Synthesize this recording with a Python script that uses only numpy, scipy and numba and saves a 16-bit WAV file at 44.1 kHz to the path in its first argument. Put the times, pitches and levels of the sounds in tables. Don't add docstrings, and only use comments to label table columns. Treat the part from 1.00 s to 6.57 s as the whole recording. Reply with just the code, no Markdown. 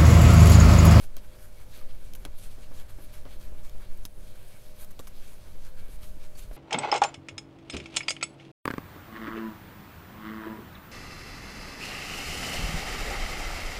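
import sys
import numpy as np
from scipy import signal
from scipy.fft import rfft, irfft, next_fast_len
from scipy.io import wavfile
from scipy.ndimage import uniform_filter1d
from numba import njit

SR = 44100
rng = np.random.default_rng(int(sys.argv[2]) if len(sys.argv) > 2 else 0)


def materialize(psi):
    bounded = np.clip(np.atleast_2d(psi).T, -1, 1)
    quanta = np.round(bounded * 32767).astype(np.int16)
    wavfile.write(sys.argv[1], SR, quanta)


def boost_factor(decibels):
    exponent = np.asarray(decibels, float) / 20
    return 10 ** exponent


N = 245455


def level(x, db):
    return x * boost_factor(db) / np.sqrt(np.mean(x ** 2))


def noise(count=N):
    return rng.standard_normal(count)


@njit
def bandpass(x, hz, width):
    y, band, low = np.empty(len(x)), 0., 0.
    g, damping = np.tan(np.pi * hz / SR), width / hz
    for i in range(len(x)):
        v = (band + g * (x[i] - low)) / (1 + g * (g + damping))
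        band, low, y[i] = 2 * v - band, low + 2 * g * v, damping * v
    return y


def steep(x, hz, width_hz):
    once = bandpass(x, 1. * hz, 1.23 * width_hz)
    return level(bandpass(once, 1. * hz, 1.23 * width_hz), 0)


def colour(x, points):
    hz, db = np.transpose(points)
    size = next_fast_len(N)
    f = np.maximum(np.arange(size // 2 + 1) * SR / size, 1)
    gain = boost_factor(np.interp(np.log(f), np.log(hz), db))
    return irfft(rfft(x, size) * gain, size)[:N]


def walk(count):
    hold = SR // count
    steps = np.repeat(rng.standard_normal(N // hold + 1), hold)
    return 1.3 * uniform_filter1d(uniform_filter1d(steps, hold), hold)[:N]


def curve(rows):
    s, db = np.transpose(rows)
    return np.interp(np.arange(N) / SR, s, db)


def add(out, s, piece):
    i = int(s * SR)
    out[i:i + len(piece)] += piece[:N - i]


def decay(t, t60):
    return np.exp(-np.log(1000) * t / t60)


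def ring(hz, t60, size):
    t = np.arange(size) / SR
    return np.sin(2 * np.pi * hz * t) * decay(t, t60)


# t/s, level/dB, length/s, fine hiss over scrape/dB
SKIDS = [(.1678, -57, .010, -4), (1.152, -57, .013, 3), (1.252, -53, .010, -4), (3.0535, -54, .011, 2),
         (3.906, -61, .014, 6), (3.995, -56, .018, 3), (4.072, -57, .013, 6), (5.031, -61, .02, 2),
         (5.352, -60, .014, -8), (5.394, -67, .012, 0)]


def rubbing():
    load = np.zeros((len(SCRAPE), N))
    for shape, db, fine_db, coarse_db in strokes():
        sheen_db = -1 + 0.31 * fine_db
        bands_db = db + np.array([coarse_db, 0, sheen_db, fine_db])
        load = load + np.outer(boost_factor(bands_db) ** 2, shape ** 2)
    t = np.arange(3000) / SR
    for s, skid_db, length, fine_db in SKIDS:
        slide = np.exp(-(t / length) ** 3) + .1 * np.exp(-t / .015)
        shape = np.minimum(t / .002, 1) * slide
        bands_db = skid_db + np.array([0, -4, fine_db / 2 - 1.5, fine_db])
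        for band, db in zip(load, bands_db):
            add(band, s, (boost_factor(db) * shape) ** 2)
    return np.sum(np.sqrt(load) * scrape_bands(spread_db=2.0, flicker_db=0.62), axis=0)


# fastest at t/s, run-up/s, scrape level/dB, fine hiss over it/dB, coarse rasp over it/dB
PUSHES = [(.035, 0.05, -60, 3, -1.5), (.35, 0.029, -67.5, 2, 2), (0.446, 0.064, -64.5, 4, 0.5),
          (.615, 0.042, -63, -0.5, 0), (.755, 0.055, -60, 0.5, 0.5), (1.05, 0.072, -69.5, 1, 2),
          (1.33, 0.067, -74, -16, 6), (1.635, 0.043, -61.5, -4, -6), (1.806, 0.056, -56.5, -3.5, -0.5),
          (2.04, 0.047, -63.5, 4.5, -2.5), (2.345, 0.061, -61.5, -2.5, -1.5), (2.59, 0.069, -67, -9, -4),
          (2.93, 0.023, -65.5, 0, -1), (3.823, 0.047, -61, 7.5, 0), (4.49, 0.093, -64, -6, 0.5),
          (4.67, 0.067, -60.5, -3.5, -2), (4.945, 0.053, -63.5, 2, -3), (5.25, 0.045, -61.5, -5.5, -0.5)]
# fastest at t/s, run-out/s, scrape level/dB, fine hiss over it/dB, coarse rasp over it/dB
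PULLS = [(0.179, 0.016, -59, -9, -17), (.25, 0.018, -65.5, -1, -1), (.785, 0.043, -63, -3, 0),
         (.9, 0.023, -60.5, -9, -0.5), (1.2, 0.024, -77, 10, 0.1), (1.39, 0.061, -61.5, 4.5, -3),
         (1.435, 0.069, -58.5, -4, -6), (1.515, 0.028, -60.5, -3, -5), (1.9, 0.041, -61.5, 0, 1.2),
         (2.142, 0.057, -59, 2, -1), (2.415, 0.066, -61, -1, -2), (2.65, 0.029, -60, -2, 0),
         (2.81, 0.047, -66, -1.5, 6), (3.02, .03, -82, -2, -3), (4.03, 0.028, -65, -1, 2),
         (4.78, 0.092, -62.5, -6.5, 0.1), (5.032, 0.065, -58.5, -1, -6.5), (5.385, 0.034, -58, 0.5, -4),
         (5.43, 0.024, -58.5, -3.5, -5.5), (5.54, 0.046, -60.5, 0, -4)]
# from t/s, to t/s, scrape level/dB, fine hiss over it/dB, coarse rasp over it/dB
DRAGS = [(3.23, 3.306, -66, -3.5, -13), (3.365, 3.562, -64.5, -1.5, -8), (3.602, 3.704, -67.5, 1, -6),
         (4.166, 4.332, -62.5, -2.3, -4.5)]


def strokes():
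    stop_s, jerk_s, drag_edge_s = 0.026, 0.015, 0.03
    t = np.arange(N) / SR

    def hump(s, rise, fall):
        return np.exp(-((t - s) / np.where(t < s, rise, fall)) ** 2)

    yield 1 - 0.25 * hump(3.14, 0.041, 0.041), -69.5, 0, 0.5
    for s, run_up, *levels in PUSHES:
        yield hump(s, run_up, stop_s), *levels
    for s, run_out, *levels in PULLS:
        yield hump(s, jerk_s, run_out), *levels
    for start, end, *levels in DRAGS:
        outside = t - np.clip(t, start, end)
        yield np.exp(-(outside / drag_edge_s) ** 2), *levels


# low edge f/Hz, high edge f/Hz
SCRAPE = [
    (900, 2400),
    (2400, 5000),
    (5000, 8500),
    (8500, 15800),
]
# f/Hz, level/dB
PAGE = [(500, 21), (900, 7), (1500, 3), (2400, 3.5), (3600, 1), (7500, -4.5), (12000, 8), (15000, 3.5),
        (16400, -24)]


def scrape_bands(spread_db, flicker_db):
    slips = level(fibres(.5, spread_db), 0)
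    slips = colour(slips + boost_factor(-13) * sheet(slips, wander_db=3.0), PAGE)
    slips = patches(slips, patchy_db=1.7)
    catch = walk(count=70)
    bands = []
    for edges in SCRAPE:
        sos = signal.butter(3, edges, "bandpass", fs=SR, output="sos")
        flicker = boost_factor(flicker_db * (catch + 1.64 * walk(count=45)))
        bands.append(level(signal.sosfilt(sos, slips) * flicker, 0))
    return bands


def fibres(share, spread_db):
    slips = (rng.random(N) < share) * noise()
    return slips * boost_factor(spread_db * rng.exponential(size=N))


# f/Hz, width/Hz, level/dB
SHEET = [(1104, 65, -34), (1513, 480, -5), (2050, 31, -52), (2274, 230, -10.5), (2810, 16, -31),
         (3400, 650, -13.5), (3830, 240, -11), (4230, 890, -12.5), (6220, 730, -13), (6940, 2700, -13),
         (10000, 4400, -12), (11300, 6400, -15), (12800, 490, -20)]


def sheet(slips, wander_db):
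    out = np.zeros(N)
    for hz, width_hz, db in SHEET:
        swell = boost_factor(db + wander_db * walk(count=18))
        out += swell * steep(slips, hz, width_hz) * np.sqrt(width_hz / 1000)
    return out


def patches(slips, patchy_db):
    out = slips.copy()
    for hz in np.arange(2200., 15000, 1600):
        out += (boost_factor(patchy_db * walk(count=20)) - 1) * bandpass(slips, hz, 1500.)
    return out


# t/s, then peak level/dB of the low, middle, high and knock groups
TICKS = [(0.1672, -40, -38, -30, -51), (0.7757, -53, -54, -41, -55), (1.136, -41, -39, -36, -62),
         (1.1513, -39, -46, -33, -51), (2.1231, -58, -56, -52, -66), (2.139, -54, -52, -46, -62),
         (2.2530, -46, -54, -62, -48), (2.3994, -56, -54, -49, -64), (2.648, -58, -58, -53, -64),
         (2.6957, -48, -46, -42, -60), (2.9744, -62, -59, -43, -62), (3.4291, -58, -60, -50, -66),
         (3.8468, -53, -46, -37, -52), (4.0712, -41, -47, -43, -51), (4.622, -55, -58, -53, -64),
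         (5.010, -56, -56, -51, -64), (5.0313, -44, -50, -46, -53), (5.042, -47, -56, -52, -62),
         (5.4115, -60, -60, -44, -64), (5.5114, -56, -60, -57, -55), (5.5333, -58, -58, -51, -62)]
# f/Hz, t60/s
TICK_MODES = [
    [(2400, 0.0074), (3100, 0.016), (3800, 0.0096), (4600, 0.0055)],
    [(5400, 0.0095), (6500, 0.008), (7400, 0.0038), (8400, 0.0028)],
    [(9800, 0.0015), (11300, 0.0016), (12800, 0.0044), (14300, 0.0028)],
    [(650, 0.0024), (1000, 0.016), (1250, 0.024), (1550, 0.015), (1900, 0.0024)],
]


def ticks():
    out = np.zeros(N)
    for s, *peaks_db in TICKS:
        for modes, db in zip(TICK_MODES, peaks_db):
            snap = noise(16) * np.exp(-np.arange(16) / 1.2)
            body = np.zeros(1500)
            for k, (hz, t60) in enumerate(modes):
                detune = 1 + 0.03 * rng.standard_normal()
                body += (-1) ** k * ring(hz * detune, t60, size=1500)
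            piece = np.convolve(snap, body)
            add(out, s, boost_factor(db + 0.5) * piece / np.abs(piece).max())
    return out


# t/s, peak level/dB
LANDINGS = [
    [(1.2516, -22), (1.2531, -38)],
    [(3.0528, -28), (3.0530, -19)],
    [(3.9930, -28.5), (3.9934, -33), (3.9945, -37), (3.9982, -37)],
    [(5.3515, -52), (5.3555, -48), (5.361, -50)],
    [(5.3931, -33)],
]
# f/Hz, level/dB, t60/s
LANDING_MODES = [
    [(253, -3, 0.037), (636, 1.5, 0.0086), (1550, -0.5, 0.027), (2150, -16, 0.052), (3100, -10, 0.011),
     (3420, 2.5, 0.013), (4020, 9, 0.0038), (5300, -2, 0.0076), (6270, 1, 0.0045), (8000, -2, 0.0037),
     (9400, 7, .003), (10400, 0.5, 0.006), (14100, -21, 0.0036)],
    [(1470, -8, 0.016), (2400, -5, 0.0054), (3340, -6, 0.014), (3850, 9, 0.0045), (5300, 6, 0.0078),
     (6200, 1, 0.016), (6850, 7, 0.006), (8750, -6, 0.013), (11100, 4, 0.0049), (11900, 6, 0.0079),
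     (12100, -3, 0.0066), (12800, 2, 0.0086), (14400, -16, 0.003), (17100, -17, 0.0046)],
    [(400, -20, 0.0076), (686, 0, 0.014), (1150, 9.5, 0.021), (1520, -21, 0.01), (2420, -13, 0.0036),
     (3500, -8, .012), (3800, 6, 0.023), (4140, 9, 0.0063), (5860, -1, 0.013), (7100, 9, 0.004),
     (8200, -1.5, 0.0044), (10400, -20, 0.0031), (12100, -12, 0.0026), (13100, 2, 0.0056)],
    [(2140, -21, .015), (3740, 3, 0.012), (4200, -11, 0.01), (4600, 19, 0.016), (6760, -4, 0.0073)],
    [(3700, 2, 0.014), (6660, 7, 0.0046), (7500, 5, 0.0077), (11100, 8, .006), (13800, -13, .004),
     (15200, -12, .003)],
]


def landings():
    out = np.zeros(N)
    for contacts, modes in zip(LANDINGS, LANDING_MODES):
        piece = np.zeros(2500)
        for k, (hz, mode_db, t60) in enumerate(modes):
            sign = (-1) ** k if hz < 3000 else 1
            piece += sign * boost_factor(mode_db) * ring(hz, t60, size=2500)
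        for s, db in contacts:
            add(out, s, boost_factor(db) * piece / np.abs(piece).max())
    return out


# t/s, peak level/dB, centre f/Hz, width/Hz, t60/s
THUDS = [(0.169, -46.5, 537, 900, 0.082), (0.805, -49, 1100, 200, 0.12), (1.25, -42, 450, 804, 0.18),
         (1.2597, -41, 303, 600, 0.093), (1.581, -49, 350, 497, 0.056), (1.71, -43.5, 403, 880, 0.14),
         (1.984, -44, 346, 795, 0.16), (2.254, -38.5, 400, 900, 0.17), (2.04, -54, 248, 400, 0.07),
         (2.519, -47, 300, 300, 0.16), (2.46, -74, 300, 400, 0.06), (3.821, -48.5, 500, 800, 0.2),
         (0.03, -50, 750, 493, 0.14), (0.746, -62, 366, 400, .06), (2.748, -48, 423, 800, 0.064),
         (3.053, -50, 246, 690, 0.081), (3.177, -56, 300, 500, 0.027), (3.9964, -40.5, 426, 600, 0.044),
         (4.552, -45, 300, 500, 0.19), (4.888, -53, 340, 500, 0.068), (5.169, -51, 251, 500, 0.06),
         (5.5114, -43, 495, 900, 0.061)]


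def thuds():
    out = np.zeros(N)
    t = np.arange(5000) / SR
    flex = 0.99 * ring(62, 0.02, size=len(t)) + 0.1 * ring(251, 0.27, size=len(t))
    for s, db, hz, width_hz, t60 in THUDS:
        cycles = (t - .002) * hz
        dent = -np.cos(2 * np.pi * cycles) * np.exp(-(cycles / .5) ** 2)
        push = dent * min(0.082 / t60, 1) - flex
        rattle = bandpass(noise(len(t)), 1. * hz, 1. * width_hz)
        rattle = bandpass(rattle, 1. * hz, 2. * width_hz)
        rattle = rattle * np.minimum(t / 0.0048, 1) * decay(t, t60)
        rattle = rattle / np.abs(rattle).max()
        add(out, s, boost_factor(db) * (2.24 * min(width_hz / hz, 1) * push + 0.76 * rattle))
    return out


def nearby_echoes(x):
    t = np.arange(8000) / SR
    tail = noise(len(t)) * decay(t, .07) * (t > .0015)
    tail = tail / np.sqrt(np.sum(tail ** 2))
    return x + boost_factor(-13) * signal.fftconvolve(x, tail)[:N]


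# t/s, sway level/dB
WEIGHT = [(0.0, -22), (0.09, -26), (0.4, -41.5), (1.04, -27.5), (1.5, -34.5), (2.9, -24.5), (3.35, -37.5),
          (4.39, -32), (4.46, -37), (4.56, -27.5), (5.5, -38.5), (5.566, -31.5)]
# t/s, rumble level/dB
EFFORT = [(0.0, -50), (1.19, -47.5), (1.26, -37), (1.32, -50), (1.75, -43.5), (2.2, -44.5), (2.4, -41.5),
          (2.99, -48), (3.15, -64), (3.18, -40), (3.6, -70), (3.7, -44), (3.92, -59), (3.98, -50.5),
          (5.15, -43), (5.29, -61), (5.36, -44.5), (5.57, -36.5)]


def desk():
    sway_db, effort_db = curve(WEIGHT), curve(EFFORT)
    sway = steep(noise(), 5.22, 4.18)
    rumble = steep(noise(), 28.3, 28.2)
    body = steep(noise(), 299, 290) * boost_factor(1.2 * walk(count=15))
    body_db = -66 + 0.15 * (effort_db - np.mean(effort_db))
    return boost_factor(sway_db) * sway + boost_factor(effort_db - 2) * rumble + boost_factor(body_db) * body


# f/Hz, level/dB per Hz
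ROOM = [(45, -70.5), (78, -89.5), (115, -81), (160, -85), (310, -92.5), (500, -92.5), (800, -95),
        (1100, -100), (2000, -103), (4000, -106), (7000, -110), (12000, -110), (15800, -112)]
# multiple of the turning rate, rms level/dB
MOTOR = [(8, -74.5), (10, -77), (11, -69), (12, -73.5), (13, -66.5), (16, -82), (20, -85)]
# f/Hz, width/Hz, rms level/dB
HUM = [(99, 13, -60), (199.4, 7.6, -66.5)]


def room():
    out = colour(noise() * np.sqrt(SR / 2), ROOM)
    motor_hz = 46.93 * (1 + 0.002 * walk(count=3))
    turn = 2 * np.pi * np.cumsum(motor_hz) / SR
    for order, db in MOTOR:
        swell = np.sqrt(2) * boost_factor(db - 0.7 + 2.5 * walk(count=8))
        out += swell * np.sin(order * turn + 2 * np.pi * rng.random())
    for hz, width_hz, db in HUM:
        out += boost_factor(db) * steep(noise(), hz, width_hz)
    return out


def scene():
    on_the_page = rubbing() + ticks() + landings() + thuds()
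    return (nearby_echoes(on_the_page) + desk() + room())[None]


def duck(x):
    over = np.maximum(np.abs(np.diff(x[0], prepend=0)) / boost_factor(-25) - 1, 0)
    t = np.arange(20000) / SR
    delay_s, recover_s, depth = 0.012, 0.1, 0.3
    dip = (1 - np.exp(-(t / delay_s) ** 3)) * np.exp(-(t / recover_s) ** 2)
    held = signal.fftconvolve(over, dip)[:N]
    return x * (1 - depth * held / max(held.max(), 1e-9))


def top_cut(x):
    return signal.sosfilt(signal.butter(12, 16520, fs=SR, output="sos"), x)


def record(dry):
    mic = signal.ellip(8, .1, 50, 16480, fs=SR, output="sos")
    heard = signal.sosfiltfilt(mic, duck(dry))
    above = signal.ellip(8, .02, 40, 15900, "highpass", fs=SR, output="sos")
    top = signal.sosfiltfilt(above, heard)
    loud_top = uniform_filter1d(np.abs(top), size=100) > boost_factor(-70)
    attack = uniform_filter1d(1. * loud_top, size=128)
    mix = heard - top * (1 - attack) * (1 - boost_factor(-34))
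    return top_cut(mix)


dry = scene()
out = record(dry)
materialize(out)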